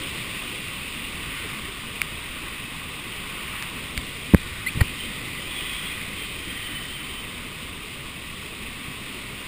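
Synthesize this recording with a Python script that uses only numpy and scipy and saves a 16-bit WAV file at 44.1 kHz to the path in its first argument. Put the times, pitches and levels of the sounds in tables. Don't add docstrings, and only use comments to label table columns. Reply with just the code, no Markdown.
import sys
import numpy as np
from scipy import signal
from scipy.io import wavfile
from scipy.ndimage import uniform_filter1d

SR = 44100
rng = np.random.default_rng(int(sys.argv[2]) if len(sys.argv) > 2 else 0)


def voltage_ratio(decibels):
    exponent = np.asarray(decibels, float) / 20
    return 10 ** exponent


def wav_out(sig):
    wavfile.write(sys.argv[1], SR, np.round(np.clip(np.atleast_2d(sig).T, -1, 1) * 32767).astype(np.int16))


N = 417627


def evened(x):
    return x / np.sqrt(np.mean(x ** 2) + 1e-20)


def read(points, hz):
    f, value = np.transpose(points)
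    return np.interp(np.log(hz + 1), np.log(f + 1), value)


def add(mix, s, sound):
    part = mix[round(s * SR):][:len(sound)]
    part += sound[:len(part)]


# time in seconds, level in dB.
GUST = [(0.0, -32.5), (0.73, -35.5), (1.5, -35), (1.74, -37), (2.77, -37.5), (3.66, -35.5), (4.53, -37.5),
        (4.93, -35), (5.41, -35), (5.72, -33), (5.99, -35), (7.09, -37), (7.36, -38), (7.78, -39),
        (8.52, -39), (9.2, -37.5), (9.47, -38)]
# time in seconds, amount turned from 0 to 1.
TURN = [(0, 1), (1.1, 0.4), (1.9, 0.24), (2.4, 0), (3.75, 0), (4.1, 0.77), (6.7, 0.88), (7.1, 0.15),
        (9.47, 0.3)]
# time in seconds, strength from 0 to 1.
EDDIES = [(1.45, 1), (2.45, .5), (3.5, 0.6), (4.55, 1), (5.9, 0.5), (6.7, 0.5)]
EDDY_S = 0.22


def wind(spectrum, answers, size, db, patchy_db, patch_hz, patch_s, flicker_db, flicker_s):
    hop = size // 4
    frames, hz = N // hop + 5, np.fft.rfftfreq(size, 1 / SR)
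    t = np.arange(frames) * hop / SR
    real, imaginary, patches = rng.standard_normal((frames, len(hz), 3)).T

    patches = uniform_filter1d(patches, max(round(patch_hz * size / SR), 1), 0)
    patches = evened(uniform_filter1d(patches, max(round(patch_s * SR / hop), 1), 1))
    flicker = rng.standard_normal(frames)
    flicker = evened(uniform_filter1d(flicker, max(round(flicker_s * SR / hop), 1)))

    gust = np.interp(t, *np.transpose(GUST))
    turned = np.interp(t, *np.transpose(TURN))
    eddy = sum(k * np.exp(-((t - s) / EDDY_S) ** 2) for s, k in EDDIES)
    controls = np.array([gust - gust.mean(), turned - .5, eddy])
    centres, *amounts = np.transpose(answers)
    amounts = np.array([read(np.c_[centres, row], hz) for row in amounts])

    field_db = read(spectrum, hz)[:, None] + amounts.T @ controls
    field_db = field_db + patchy_db * patches + flicker_db * flicker
    field = (real + 1j * imaginary) * voltage_ratio(field_db)
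    sound = signal.istft(field, nperseg=size, noverlap=size - hop)[1][:N]
    return voltage_ratio(db) * evened(sound)


# frequency in Hz, level in dB per Hz.
RUMBLE = [(8, -32), (20, 0.5), (45, 1.5), (62, 0.5), (95, -1.5), (130, 0), (155, -1.5), (185, -1.5),
          (260, -2), (305, -5), (400, -7), (700, -16), (900, -23.5), (1500, -80)]
# frequency in Hz, dB per dB of gust, dB when turned, dB in an eddy.
BUFFET_ANSWERS = [(60, 0, 2.5, 2.9), (219, 0.46, 0.5, -0.7)]


def buffeting():
    return wind(RUMBLE, BUFFET_ANSWERS, size=2048, db=-39.5, patchy_db=1.5, patch_hz=90, patch_s=.1,
                flicker_db=.9, flicker_s=.03)


# frequency in Hz, level in dB per Hz.
CASE = [(440, -34), (750, -19), (862, -13.5), (1120, -3), (1250, -3.5), (1330, -13), (1470, -6.5),
        (1680, -12.5), (1920, -1.5), (2860, -0.5), (3180, -3), (3620, -3.5), (4390, -14), (4790, -12),
        (6000, -22), (7800, -54), (13200, -120)]
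# frequency in Hz, dB per dB of gust, dB when turned, dB in an eddy.
ROAR_ANSWERS = [(1110, 0.91, -3.5, .3), (1520, 0.68, -0.7, 4.7), (2680, 0.89, -0.9, 0.091),
                (4000, 0.51, 1.4, 0.32)]


def case_roar():
    return wind(CASE, ROAR_ANSWERS, size=512, db=-35.5, patchy_db=0.66, patch_hz=600, patch_s=0.054,
                flicker_db=0.08, flicker_s=.04)


# time in seconds, gain in dB.
AIR_DIP = [
    (4.345, 0.5),
    (4.349, -2),
    (4.357, -7),
    (4.367, 0),
]


def dipped(sound):
    return sound * voltage_ratio(np.interp(np.arange(N) / SR, *np.transpose(AIR_DIP)))


def ring(db, hz, rise, t60):
    t = np.arange(round(.15 * SR)) / SR
    return voltage_ratio(db - 60 * t / t60) * (1 - np.exp(-t / rise)) * np.sin(2 * np.pi * hz * t)


# start in seconds, peak in dB, frequency in Hz,
# rise in seconds, 60 dB decay in seconds.
PUSHES = [
    (4.3371, 11, 215, 0.0021, 0.015),
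    (4.3471, 18.5, 148, 0.0003, 0.0082),
]


def add_pushes(mix):
    for s, *shape in PUSHES:
        add(mix, s, ring(*shape))


# start in seconds, peak in dB, frequency in Hz,
# swings until silent.
PULLS = [
    (3.977, -15.5, 55, 3.7),
    (4.3416, -6, 60, 2.6),
    (4.3455, 5.5, 327, 3.3),
    (4.353, -5, 78, 2.6),
    (4.756, -20, 140, 5),
    (4.7732, -10, 130, 5.2),
    (4.801, -21, 77, 2.4),
    (4.814, 1.5, 90.5, 3.1),
    (8.881, -25, 140, 5.5),
]
PULL_RISE_TURNS = 0.15


def add_pulls(mix):
    for s, db, hz, swings in PULLS:
        add(mix, s, -ring(db, hz, PULL_RISE_TURNS / hz, swings / hz))


# start in seconds, length in seconds, start frequency in Hz,
# end frequency in Hz, peak in dB.
SQUEAKS = [
    (4.661, .02, 1960, 2080, -18),
    (4.667, .022, 3950, 4550, -32),
    (4.681, .014, 2180, 2660, -23),
    (4.701, .01, 3200, 3700, -35),
    (4.807, .011, 1900, 1880, -16),
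]


def squeak(length, start_hz, end_hz, db):
    t = np.arange(round(length * SR)) / SR
    wobble = 1 + 0.13 * uniform_filter1d(rng.standard_normal(2000), 60)[:len(t)]
    turns = np.cumsum(np.linspace(start_hz, end_hz, len(t)) * wobble) / SR
    return voltage_ratio(db) * np.sin(2 * np.pi * turns) * np.sin(np.pi * t / length) ** .9


def hum(hz, width_hz, steady=0):
    r = np.exp(-np.pi * width_hz / SR)
    waver = rng.standard_normal((len(hz), 2)) @ [1, 1j]
    for _ in range(2):
        waver = signal.lfilter([1 - r], [1, -r], waver)
    waver = steady + waver / np.sqrt(np.mean(abs(waver) ** 2))
    return evened((waver * np.exp(2j * np.pi * np.cumsum(hz) / SR)).real)


# frequency in Hz, width in Hz, level in dB.
SCRAPE_MODES = [(450, 400, -29), (1050, 400, -27), (1500, 300, -29), (2250, 500, -25), (3200, 900, -36),
                (4500, 700, -34)]
# frequency in Hz, width in Hz, level in dB.
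WIPE_MODES = [(110, 120, -30), (330, 300, -41)]


def scrape(length, modes):
    t = np.arange(round(length * SR)) / SR
    shaken = 0
    for hz, width_hz, db in modes:
        shaken = shaken + voltage_ratio(db) * hum(np.full(8000, hz), width_hz)[-len(t):]
    return shaken * np.sin(np.pi * t / length)


# start in seconds, peak in
# dB, frequency in Hz, rise in seconds, # 60 dB decay in seconds.
TICKS = [(2.0168, 7, 2320, .0011, .0052), (2.0168, -12, 4800, .0004, .004),
         (2.0182, -19, 5600, .0002, .004), (2.0171, -12, 1300, .0004, .005),
         (3.625, -17, 1900, .0002, .005), (3.9768, -14, 2150, .0002, .012), (3.9775, -20, 2000, .001, .02),
         (3.977, -20, 4700, .0003, .006), (4.3462, -3, 1900, .0002, .005), (4.3395, -20, 2100, .001, .012),
         (4.3465, -10, 1300, .0003, .006), (4.3378, -14, 1000, .0006, .008)]


def add_ticks(mix):
    for s, *shape in TICKS:
        add(mix, s, ring(*shape))


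# start in seconds, level in dB.
SNAPS = [
    (2.0168, -11),
    (3.625, 0),
    (3.9768, 3),
    (4.3462, -26),
]


def snap(db):
    wall = signal.butter(2, [1500, 5500], "bandpass", fs=SR, output="sos")
    return voltage_ratio(db) * signal.sosfilt(wall, signal.unit_impulse(400, idx=8))


# start in seconds, length in seconds, start frequency in Hz,
# end frequency in Hz, level in dB.
WHISTLES = [(4.99, .09, 3110, 3110, -39), (5.36, .6, 3110, 3180, -44), (6.16, .11, 3120, 3125, -40),
            (6.3, .22, 3110, 3120, -48), (6.47, .25, 3150, 3090, -41), (6.64, .24, 3060, 3020, -39),
            (6.83, .42, 3120, 3065, -40.5), (7.2, .2, 3065, 3050, -47), (5.5, .25, 3330, 3350, -42),
            (5.7, .16, 3230, 3170, -42)]


def whistle(length, start_hz, end_hz, db, width_hz, steady):
    u = np.linspace(0, 1, round(length * SR))
    noise = rng.standard_normal((2, 3 * SR))
    wander, flicker = (evened(uniform_filter1d(row, 1800))[:len(u)] for row in noise)
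    pitch = (start_hz + (end_hz - start_hz) * u) * (1 + .006 * wander)
    swell = np.minimum(np.minimum(u, 1 - u) / .15, 1) ** .5
    return swell * voltage_ratio(db + 1.2 * flicker) * hum(pitch, width_hz, steady)


# start in seconds, length in seconds, start frequency in Hz,
# end frequency in Hz, level in dB.
MOANS = [(5.45, .52, 3380, 3380, -40.5), (0, 1.7, 2530, 2480, -45), (1.7, 2.4, 2560, 2570, -47),
         (4.1, 2.7, 2480, 2490, -44), (7.0, 2.46, 2550, 2560, -48), (4.7, 1.8, 1990, 2030, -45),
         (6.45, .45, 1950, 1910, -43), (.25, .95, 2700, 2780, -44), (5.4, .65, 2500, 2480, -44)]


def add_railing(air):
    for s, *shape in WHISTLES:
        add(air, s, whistle(*shape, width_hz=90, steady=.8))
    for s, *shape in MOANS:
        add(air, s, whistle(*shape, width_hz=200, steady=0))


def scene():
    mix = buffeting()
    air = case_roar()
    add_railing(air)
    mix += dipped(air)
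    add_pushes(mix)
    add_pulls(mix)
    for s, *shape in SQUEAKS:
        add(mix, s, squeak(*shape))
    add(mix, 4.805, scrape(.014, SCRAPE_MODES))
    add(mix, 4.735, scrape(.12, WIPE_MODES))
    add_ticks(mix)
    for s, db in SNAPS:
        add(mix, s, snap(db))
    return mix[None]


def below(x, hz):
    lowpass = signal.firwin(1023, hz, window=("kaiser", 12), fs=SR)
    return signal.oaconvolve(x, lowpass[None], "same")


def top_cut(x):
    return signal.sosfilt(signal.butter(12, 16640, fs=SR, output="sos"), x)


def record(dry):
    slow = np.clip(signal.resample_poly(dry, 40, 147, axis=1), -1, 1)
    held = np.repeat(slow, 4, axis=1)
    held = signal.resample_poly(held, 147, 160, axis=1)[:, :N]
    body = below(held, 15350)
    top = below(held, 16500) - body

    jump = abs(held - uniform_filter1d(held, 30))
    sudden = uniform_filter1d((jump > .27) * 1., 60) > 1e-6
    kept = body + voltage_ratio(-12) * top * uniform_filter1d(sudden * 1., 100)
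    return top_cut(np.clip(kept, -1, 1))


dry = scene()
out = record(dry)
wav_out(out)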